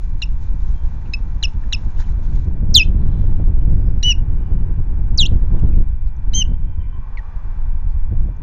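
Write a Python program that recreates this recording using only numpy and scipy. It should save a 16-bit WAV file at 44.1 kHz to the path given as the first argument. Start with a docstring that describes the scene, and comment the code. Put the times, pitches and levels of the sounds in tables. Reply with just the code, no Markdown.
"""An osprey on a stick nest above a lake gives short chips, loud falling yelps and level whistles.
Its voice is built from gliding tones with an octave and rasp; nest, twigs, water and shore echo it.
Feathers brush and sticks click as bursts of noise; small birds far off are thin gliding tones.
Layered noise makes the wind and gusts at the microphone, over a distant traffic hush.
A faint electrical whine of steady tones runs throughout; anything beyond full scale clips."""
import sys
import numpy as np
from scipy import signal
from scipy.fft import rfft, irfft, next_fast_len
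from scipy.io import wavfile
from scipy.ndimage import uniform_filter1d

SR = 44100
rng = np.random.default_rng(int(sys.argv[2]) if len(sys.argv) > 2 else 0)


def wav_out(sig):
    """Save sig, one row per channel (or a flat mono array), as 16-bit PCM at SR to the path in sys.argv[1]."""
    wavfile.write(sys.argv[1], SR, np.round(np.clip(np.atleast_2d(sig).T, -1, 1) * 32767).astype(np.int16))


N = 371322
T = np.arange(N) / SR  # time in seconds

# Wind eddies from large to small. Each row: pitch in Hz, relative level in dB,
# share from 0 to 1 that follows the small-eddy level.
EDDIES = [(15.2, 1.5, 0), (32, -0.5, 0), (64.03, 3.5, 0.42), (123.4, 2, 0.79), (235.6, -5.5, 0.96),
          (491, -19, 0.94), (1050, -32, 1), (1982, -40, 0.92)]
# Rumble of the large eddies, before the wind's trim. Each row: time in seconds, level in dB.
RUMBLE = [(0.03, -22.5), (0.8, -20.5), (0.97, -25.5), (2.2, -20.5), (2.95, -16.5), (3.7, -16),
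          (4.41, -19.5), (4.9, -20.5), (5.2, -14), (5.48, -19), (5.8, -13), (6.0, -20.5), (6.2, -23.5),
          (6.35, -14), (6.6, -21.5), (7.15, -28.5), (7.38, -29.5), (7.5, -22), (7.8, -21), (8.2, -17.5),
          (8.4, -28)]
# Strength of the small eddies, before the wind's trim. Each row: time in seconds, level in dB.
TURBULENCE = [(0.04, -49.5), (0.53, -45), (1.99, -43.5), (2.39, -37.5), (2.9, -32), (3.53, -35),
              (3.72, -32.5), (4.21, -39), (4.58, -35.5), (5.32, -40.5), (5.7, -32), (5.82, -49),
              (6.09, -52), (6.47, -44), (7.26, -56.5), (8.4, -44.5)]
# Gusts. Each row: middle in seconds, length in seconds, level of their small eddies in dB.
GUSTS = [(2.78, 0.113, -30.5), (3.72, 0.078, -27.5), (4.55, 0.059, -29.5), (5.25, 0.1, -29.5),
         (5.345, 0.052, -23), (5.6, 0.27, -26.5), (5.79, 0.074, -25), (6.37, 0.1, -34),
         (6.505, 0.073, -31.5), (8.125, 0.048, -28.5), (8.26, 0.14, -36)]
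# Colour of the distant road. Each row: frequency in Hz, relative level in dB per Hz.
TRAFFIC = [(200, -15.5), (500, -6), (680, -7), (880, 1.5), (1080, -3.5), (1330, -10), (1600, -8),
           (2100, -19), (2700, -24), (3500, -28.5), (4500, -31.5), (6700, -34.5), (7700, -51.5),
           (12800, -46), (14000, -68.5)]
# Swell of the road, before its flicker. Each row: time in seconds, level in dB.
TRAFFIC_LEVEL = [(0, -55), (1.1, -52.5), (2.3, -53), (5.8, -53), (6.4, -50), (6.75, -53.5), (7.15, -50.5),
                 (7.55, -52), (8.42, -53.5)]
# Tyres singing far away. Each row: time in seconds, pitch in Hz, level in dB.
TYRES = [(6.6, 991, -75.5), (6.9, 1023, -55.5), (7.15, 1092, -57), (7.35, 1170, -57), (7.7, 1100, -76)]
# Electrical whine. Each row: pitch in Hz, peak level in dB.
WHINE = [(915, -70), (1526, -65), (1930, -67.5), (2338, -66.5), (2434, -70), (2638, -74.5), (2837, -81),
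         (3445, -76)]
# Colour of the feathers. Each row: frequency in Hz, relative level in dB per Hz.
FEATHER_COLOUR = [(800, -5.5), (2000, 1), (3000, -4.5), (4000, 0), (4800, -5), (6300, -2.5), (7100, -5.5),
                  (7900, -34)]
# Wing strokes, and one faint, long hush of noise at 3.25 s. Each row: middle in seconds, # length in seconds,
# level in dB.
WING_STROKES = [(0.44, .06, -66), (0.858, 0.019, -65), (2.003, 0.05, -49.5), (2.09, 0.046, -63),
                (2.25, 0.045, -64.5), (3.25, .3, -68.5)]
# Short chips, levels before colouring and the call trim. Each row: start in seconds, length in seconds,
# pitch in Hz, opening overshoot in Hz, level in dB, octave in dB relative to the note,
# opening squeak in dB, lead of the squeak in seconds, growth of the octave in dB, sag in Hz per second.
CHIPS = [(0.2226, 0.022, 2904, -250, -23.5, -5.5, -28.5, 0.0045, 16, 14000),
         (1.1362, 0.018, 2700, -250, -21.5, -2.5, -30, 0.0024, -5.5, 10500),
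         (1.4345, 0.025, 2960, 117, -21, -2, -24, 0.0074, 13, 15000),
         (1.7306, 0.024, 2865, 121.5, -23, .5, -22, .006, 9.5, 13950),
         (7.172, 0.027, 2087, 399, -29, -36, -72, 0.0015, -35, 10550)]
# Falling yelps, levels before colouring and the call trim. Each row: start in seconds, length in seconds,
# lowest pitch in Hz, closing pitch in Hz, level in dB, fading in dB per second,
# octave in dB relative, rasp in dB relative, lag of the nest's reflection in seconds.
YELPS = [(2.7398, 0.099, 2515, 2894, -3.5, 145, -10.5, -30.5, .00211),
         (5.174, 0.099, 2676, 4770, -12, 106, -12.5, -29, .00262)]
# Level whistles, levels before colouring and the call trim. Each row: start in seconds, length in seconds,
# top pitch in Hz, level in dB, octave in dB relative, opening squeak in dB,
# rasp in dB relative, in-between lines in dB relative.
WHISTLES = [(4.0312, 0.1, 2968, -16, -5, -25, -28, -36.5), (6.337, 0.095, 3155, -17.5, -8, -32, -42, -33.5)]
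# Peaks and dips each partial glides through on its way to the microphone.
# Each row: frequency in Hz, gain in dB.
CALL_COLOUR = [(1900, -6), (2540, 0), (2720, -0.5), (2950, 4.5), (3130, -3), (3550, 8), (3730, 2),
               (3950, 5.5), (4400, 0), (4950, -10), (5250, -2), (5500, -4), (5780, 1.5), (5930, -12),
               (6270, 9), (7500, -16.5)]
# The wide-open beak of a yelp. Each row: frequency in Hz, gain in dB.
YELP_COLOUR = [(2500, -1), (3000, 0.5), (3900, 3.5), (5400, -4), (6300, 3), (7200, 0.5), (7900, -15)]
# Distinct echoes from the banks. Each row: delay in seconds, gain in dB before the far resonance.
BANK_ECHOES = [(.097, -49), (.265, -64), (.366, -57), (.447, -61.5), (.7, -67)]
# Thin notes of small birds far off. Each row: start in seconds, length in seconds,
# first pitch in Hz, last pitch in Hz, level in dB.
SMALL_BIRDS = [(0.746, .11, 3230, 3170, -68), (3.61, .05, 5200, 5460, -74.5),
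               (3.717, 0.067, 5000, 4780, -72.5), (3.775, .07, 4760, 4950, -72),
               (3.845, 0.066, 5200, 5330, -71.5), (3.851, .085, 4800, 4900, -75.5),
               (3.954, 0.099, 5330, 5030, -74), (4.44, .1, 4860, 4900, -79.5)]
# Sticks shifting under the bird. Each row: start in seconds, level in dB, pitch in Hz, length in seconds.
STICKS = [(1.05, -57, 2593, 0.0154), (1.636, -44.5, 1740, 0.0044), (1.964, -59, 2950, 0.012),
          (1.987, -48, 1700, 0.012), (2.0, -42.5, 900, 0.0045), (2.0, -41, 1550, 0.007),
          (2.015, -41, 1600, 0.0064), (2.022, -45, 1750, .005), (2.03, -59, 2900, 0.0207),
          (2.081, -57, 1900, 0.011), (3.362, -59, 3000, 0.0067), (3.612, -62, 2900, 0.0052),
          (5.011, -65, 4000, .004), (5.591, -53.5, 2930, 0.006), (5.591, -54, 5600, 0.0033),
          (5.725, -54.5, 2400, .014), (6.07, -61, 4300, .01), (6.162, -67, 6000, 0.0065),
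          (6.83, -58, 2230, 0.022), (7.89, -68, 4400, 0.03), (8.365, -62.5, 6300, 0.0042)]
# Single eddies striking the microphone. Each row: start in seconds, level in dB, pitch in Hz,
# length in seconds.
BUFFETS = [(3.028, -39, 515, 0.0041), (3.132, -42, 516, 0.0088), (3.238, -39, 500, 0.0049),
           (3.397, -35, 519, 0.0072), (3.48, -38, 505, 0.0092), (3.665, -34.5, 235, 0.036),
           (5.533, -39.5, 456, 0.031), (6.482, -42, 170, 0.0049), (6.53, -36, 199, 0.014),
           (6.778, -19.5, 73, 0.019), (6.93, -25.5, 73, 0.028), (7.445, -16.5, 40, 0.028),
           (8.119, -39, 404, 0.0093), (8.286, -40, 393, 0.0043)]
# The last whistle echoing from far across the lake. Each row: time in seconds, pitch in Hz, level in dB.
FAR_WHISTLE = [(6.45, 3100, -73), (6.53, 3130, -69), (6.7, 3140, -74.5), (6.88, 3060, -67.5),
               (7.0, 3090, -73.5), (7.1, 3090, -83)]

GUST_RUMBLE_DB = 12.5  # how much stronger a gust's rumble is than its small eddies
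MIC_LIMIT = .7  # largest wind swing, as a share of full scale
RUSTLE_DB, WINGS_FOLDED_S = -63.5, 2.42
# the high voice that opens a note: first pitch, sag, time for that sag
SQUEAK_HZ, SQUEAK_SAG_HZ, SQUEAK_SAG_S = 4080, 610, 0.0089
SQUEAK_OVERLAP = 1.32  # the squeak sounds on into the note for this many times its lead
CLICK_HZ, CLICK_S = 1800, 0.00098  # the pop with which the airway opens, and its decay
SPIT_S = .0025  # decay of the puff of air that escapes with the pop
CHIP_SETTLE_S = 0.002
YELP_TURN_S, YELP_FALL, YELP_BEND = .072, 0.74, 1.4  # the fall is a share of the lowest pitch
YELP_FLICK, YELP_FLICK_S = .9, 0.0057  # share of the lowest pitch, decay
YELP_REFLECTION = .55  # share that the nest throws back, inverted
# scoop, arch and droop are shares of the top pitch
WHISTLE_TOP_S, WHISTLE_ARCH = 0.039, 0.028
WHISTLE_SCOOP, WHISTLE_SCOOP_S = 0.054, 0.0068
WHISTLE_DROOP, WHISTLE_DROOP_S = 0.14, 0.01
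WHISTLE_SQUEAK_LEAD_S = 0.0035
DEVICE_HZ, DEVICE_RATE_HZ = 7600, 16000  # upper limit for the nest's sounds; low sample rate
TOP_HZ = 15600  # upper limit of the whole mix


def undb(db):
    """Turn decibels into gain."""
    return 10 ** (np.asarray(db) / 20)


def unit(x):
    """Scale to an rms of 1."""
    return x / np.sqrt(np.mean(x ** 2) + 1e-20)


def curves(rows, t=T):
    """Join each column of a table by straight lines along its first column."""
    places, *columns = np.transpose(sorted(map(tuple, rows)))
    return [np.interp(t, places, column) for column in columns]


def smooth(x, seconds):
    """Take two running means in a row."""
    size = max(1, int(seconds * SR))
    return uniform_filter1d(uniform_filter1d(x, size), size)


def noise(points):
    """Make noise of rms 1 with the colour of (Hz, dB) points."""
    hz, db = np.transpose(points)
    size = next_fast_len(N)
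    f = np.maximum(np.fft.rfftfreq(size, 1 / SR), 1)
    gain = undb(np.interp(np.log(f), np.log(hz), db))
    spectrum = rfft(rng.standard_normal(size)) * gain
    return unit(irfft(spectrum, size)[:N])


def walk(rate, size=N):
    """Wander smoothly by chance with an rms of 1, using rate random points a second."""
    steps = rng.standard_normal(int(N / SR * rate) + 2)
    path = np.interp(T[:size] * rate, np.arange(len(steps)), steps)
    return unit(smooth(path, .5 / rate))


def wavering_tone(hz, width_hz):
    """Blur a gliding tone of rms about 1 by letting its strength wander."""
    return np.sqrt(2) * walk(2 * width_hz) * np.sin(2 * np.pi * np.cumsum(hz) / SR)


def resonance(x, hz, q):
    """Ring at one pitch; a higher q rings longer."""
    return signal.lfilter(*signal.iirpeak(hz, q, fs=SR), x)


def swells(rows):
    """Gain of brief rounded swells, from (middle s, length s, dB) rows."""
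    return sum(undb(db) * np.exp(-(2 * (T - s) / length) ** 2) for s, length, db in rows)


def bursts(table, q):
    """Short rushes of noise, each swelling quickly and dying in a broad resonance."""
    out = np.zeros(N)
    for s, db, hz, length in table:
        age = np.maximum(T - s, 0) / (length / 2)
        grain = unit(resonance(resonance(rng.standard_normal(N), hz, q), hz, q))
        out += undb(db) * age * np.exp(1 - age) * grain
    return out


def envelope(age, length, attack_s, release_s):
    """Rounded attack, hold and release."""
    attack = np.sin(np.pi / 2 * np.clip(age / attack_s, 0, 1))
    release = np.sin(np.pi / 2 * np.clip((length - age) / release_s, 0, 1))
    return attack * release


def ages(length):
    """Seconds since the start of a note."""
    return np.arange(int(length * SR)) / SR


def wind(rumble_db=3, eddies_db=3, coupling=0.45, gustiness=0.29):
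    """A cascade of eddies: each size breaks into smaller ones, most at its own pressure peaks."""
    gusts = swells(GUSTS)
    rumble = undb(curves(RUMBLE)[0] + rumble_db)
    turbulence = undb(curves(TURBULENCE)[0] + eddies_db)
    large_db = 20 * np.log10(np.hypot(rumble, undb(GUST_RUMBLE_DB) * gusts))
    small_db = 20 * np.log10(np.hypot(turbulence, gusts))
    puffs = np.exp(gustiness * walk(25))
    out, parent = 0, np.zeros(N)
    for hz, db, share in EDDIES:
        octave = noise([(hz / 3, -30), (hz / 1.5, 1), (hz, 0), (hz * 1.4, -4), (hz * 3, -32), (hz * 30, -150)])
        eddy = octave * puffs * np.sqrt(1 + coupling * parent ** 2)
        # even out slow changes, so that the level curves and gusts set them
        parent = eddy / np.sqrt(smooth(eddy ** 2, 0.093))
        level_db = db + (1 - share) * large_db + share * small_db
        out = out + undb(level_db) * parent
    # the microphone rounds off the strongest pushes
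    return out / (1 + (out / MIC_LIMIT) ** 4) ** (1 / 4)


def traffic(flicker_db=2.0, tyre_width_hz=70):
    """A far road hushes across the water; one vehicle's tyres sing as it passes."""
    road_db, = curves(TRAFFIC_LEVEL)
    hz, tyre_db = curves(TYRES)
    song = undb(tyre_db) * wavering_tone(hz, tyre_width_hz)
    hush = undb(road_db + flicker_db * walk(3.2)) * noise(TRAFFIC)
    return hush + song


def whine():
    """Thin tones from the device's electronics, steady but for a slight wander in phase."""
    return sum(undb(db) * np.sin(2 * np.pi * hz * T + 0.66 * walk(36)) for hz, db in WHINE)


def feathers(grain_db=2.5, restless_db=2.5, fade_s=0.071):
    """Vanes brush over each other in fine grains, louder at each stroke; the rustle fades once wings fold."""
    fade = np.exp(-np.maximum(T - WINGS_FOLDED_S, 0) / fade_s)
    moving = fade * undb(RUSTLE_DB + restless_db * walk(14))
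    grains = unit(undb(grain_db * walk(250)))
    return (moving + swells(WING_STROKES)) * grains * noise(FEATHER_COLOUR)


def osprey():
    """Chips, whistles and yelps, each carrying a little rasp of breathy noise."""
    rasp = noise([(900, -43.5), (1700, -0.5), (2800, 0.5), (4200, -3.0), (6800, -4.0), (8000, -33.0)])
    chips = sum(chip(*row) for row in CHIPS)
    yelps = sum(yelp(*row) for row in YELPS)
    whistles = sum(whistle(*row) for row in WHISTLES)
    tone, air = chips + yelps + whistles
    return tone + air * rasp


def syrinx(s, hz, effort, octave_db, rasp_db, thirds_db, fold_db, jitter, flutter=0.25, colour=CALL_COLOUR):
    """The bird's voice box whistles a gliding tone with its octave; returns tone and rasp strength."""
    size, start = len(hz), int(s * SR)
    phase = 2 * np.pi * np.cumsum(hz * (1 + jitter * walk(399.77, size))) / SR
    first_db, second_db = (curves(colour, k * hz)[0] for k in (1, 2))
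    tone = undb(first_db) * np.sin(phase) + undb(second_db + octave_db) * np.sin(2 * phase)
    # every third cycle differs a little, which puts faint, unsteady lines between the harmonics
    for k in (2, 4, 5):
        strength = 1 + .5 * walk(200, size)
        tone += undb(thirds_db) * strength * np.sin(k * phase / 3 + .9 * walk(500, size))
    # the device's low sample rate folds the third harmonic back down
    folded = np.sin(2 * np.pi * DEVICE_RATE_HZ * T[:size] - 3 * phase)
    near_fold = np.exp(-((3 * hz - DEVICE_RATE_HZ / 2) / 1500) ** 2)
    tone += undb(fold_db) * folded * near_fold
    out = np.zeros((2, N))
    out[0, start:start + size] = np.sqrt(2) * effort * tone * (1 + flutter * walk(300, size))
    out[1, start:start + size] = effort * undb(rasp_db)
    return out


def squeak(s, db, lead_s, note_hz, sum_db=-11, click_db=-5, spit_db=-7):
    """A pop and a puff of air, then a sagging high voice that beats with the note and makes a sum tone."""
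    length = lead_s * (1 + SQUEAK_OVERLAP)
    age = ages(length)
    hz = SQUEAK_HZ - SQUEAK_SAG_HZ * (age / SQUEAK_SAG_S) ** 1.6
    effort = undb(db) * envelope(age, length, attack_s=0.0026, release_s=0.0068)
    out = syrinx(s - lead_s, hz, effort, octave_db=-10.5, rasp_db=-16.5, thirds_db=-30.5,
                 fold_db=-41.0, jitter=0.012)
    sum_swell = effort * undb(sum_db) * np.sin(np.pi * age / length)
    sum_tone = sum_swell * np.sin(2 * np.pi * np.cumsum(hz + note_hz) / SR)
    click = undb(db + click_db) * np.exp(-age / CLICK_S) * np.sin(2 * np.pi * CLICK_HZ * age)
    start = int((s - lead_s) * SR)
    out[0, start:start + len(age)] += np.sqrt(2) * (sum_tone + click)
    out[1, start:start + len(age)] += undb(db + spit_db) * np.exp(-age / SPIT_S)
    return out


def chip(s, length, hz, overshoot_hz, db, octave_db, squeak_db, lead_s, growth_db, sag_hz_per_s):
    """A squeak, then a short note that settles and sags evenly while its octave grows or fades."""
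    age = ages(length)
    pitch = hz + overshoot_hz * np.exp(-age / CHIP_SETTLE_S) - sag_hz_per_s * age
    effort = undb(db) * envelope(age, length, attack_s=0.00083, release_s=0.0097)
    brightening_db = growth_db * (age / length - .5)
    note = syrinx(s, pitch, effort, octave_db + brightening_db, rasp_db=-31.5, thirds_db=-35,
                  fold_db=-34, jitter=0.011, flutter=0.22)
    return squeak(s, squeak_db, lead_s, hz) + note


def lakeside(x, nest_db=-19, water_db=-27, twigs_db=-27, twig_ring_db=-23, shore_db=-51,
             water_hz=2800, far_hz=3250):
    """Nest, then water reflect the sound; twigs scatter it; the banks return echoes in a faint smear."""
    nest_s, water_s, shore_s = .0031, .029, .42  # delays
    twigs_t60 = .19  # seconds for the twigs' scatter to fall 60 dB
    t = T[:SR]
    scatter = rng.standard_normal((3, SR)) / np.sqrt(SR)
    dying = unit(undb(-60 * t / twigs_t60))
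    twig_ring = undb(twig_ring_db) * resonance(scatter[2], 3550, q=3)
    near = dying * (undb(twigs_db) * scatter[0] + twig_ring)
    near[0] += 1  # the direct sound
    near[int(nest_s * SR)] += undb(nest_db)
    water = undb(water_db) * (np.arange(SR) == int(water_s * SR))
    far = undb(shore_db) * unit(np.exp(-abs(t - shore_s) / .2)) * scatter[1]
    for delay, db in BANK_ECHOES:
        far[int(delay * SR)] += undb(db)
    # ripples and distance take the top off the far echoes
    echoes = near + resonance(water, water_hz, q=4) + resonance(far, far_hz, q=2.6)
    return signal.fftconvolve(x, echoes)[:N]


def small_birds(waver=.006):
    """Thin, wavering glides from the far bank."""
    out = np.zeros(N)
    for s, length, first_hz, last_hz, db in SMALL_BIRDS:
        age, start = ages(length), int(s * SR)
        hz = np.linspace(first_hz, last_hz, len(age)) * (1 + waver * walk(70, len(age)))
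        loudness = undb(db) * np.sqrt(2) * envelope(age, length, attack_s=.02, release_s=.025)
        out[start:start + len(age)] += loudness * np.sin(2 * np.pi * np.cumsum(hz) / SR)
    return out


def sticks():
    """Shifting sticks knock and scrape as short, resonant bursts of noise."""
    return bursts(STICKS, q=4.9)


def yelp(s, length, low_hz, closing_hz, db, fade_db_per_s, octave_db, rasp_db, lag_s):
    """A loud note flicks down from very high, slides to its lowest pitch and turns up as it fades."""
    age = ages(length)
    flick = YELP_FLICK * np.exp(-age / YELP_FLICK_S)
    fall = YELP_FALL * np.maximum(1 - age / YELP_TURN_S, 0) ** YELP_BEND
    upturn = (np.maximum(age - YELP_TURN_S, 0) / (length - YELP_TURN_S)) ** 2
    pitch = low_hz * (1 + flick + fall) + (closing_hz - low_hz) * upturn
    effort = undb(db - fade_db_per_s * age) * envelope(age, length, attack_s=0.016, release_s=0.024)
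    note = syrinx(s, pitch, effort, octave_db, rasp_db, thirds_db=-55.5, fold_db=-51.5,
                  jitter=0.0067, flutter=0.1, colour=YELP_COLOUR)
    # beating with its reflection breaks the glide into steps
    reflection = np.array([np.interp(T - lag_s, T, part) for part in note])
    return note - YELP_REFLECTION * reflection


def buffets():
    """Single eddies strike the microphone as dull, broad bursts of noise."""
    return bursts(BUFFETS, q=1.9)


def whistle(s, length, hz, db, octave_db, squeak_db, rasp_db, thirds_db):
    """A squeak, then a held note that scoops up, arches gently and droops as the air runs out."""
    age = ages(length)
    scoop = WHISTLE_SCOOP * np.exp(-age / WHISTLE_SCOOP_S)
    arch = WHISTLE_ARCH * ((age - WHISTLE_TOP_S) / (length - WHISTLE_TOP_S)) ** 2
    droop = WHISTLE_DROOP * np.exp((age - length) / WHISTLE_DROOP_S)
    pitch = hz * (1 - scoop - arch - droop)
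    weak_db = 12 * np.exp(-age / 0.019)  # the fundamental swells after the octave and the buzz
    effort = undb(db - weak_db) * envelope(age, length, attack_s=0.0027, release_s=0.012)
    note = syrinx(s, pitch, effort, octave_db + weak_db, rasp_db + weak_db, thirds_db + weak_db,
                  fold_db=-41.0, jitter=0.0007, flutter=0.055)
    return squeak(s, squeak_db, WHISTLE_SQUEAK_LEAD_S, hz) + note


def far_whistle(width_hz=30):
    """A thin echoed note, blurred by the distance."""
    hz, db = curves(FAR_WHISTLE)
    sounding = (T > FAR_WHISTLE[0][0]) & (T < FAR_WHISTLE[-1][0])
    return sounding * undb(db) * wavering_tone(hz, width_hz)


def scene(call_db=-1.75):
    """Add up everything that reaches the one microphone."""
    nest = lakeside(undb(call_db) * osprey()) + sticks() + feathers()
    # the device passes little above the calls' second harmonic
    nest = signal.sosfilt(signal.butter(24, DEVICE_HZ, fs=SR, output="sos"), nest)
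    air = wind() + buffets()
    distance = far_whistle() + small_birds() + traffic()
    return (nest + air + distance + whine())[None]


def record(dry):
    """Clip whatever exceeds full scale, then cut the very top of the treble."""
    clipped = np.clip(dry, -1, 1)
    return signal.sosfilt(signal.ellip(8, .2, 70, TOP_HZ, fs=SR, output="sos"), clipped)


dry = scene()
out = record(dry)
wav_out(out)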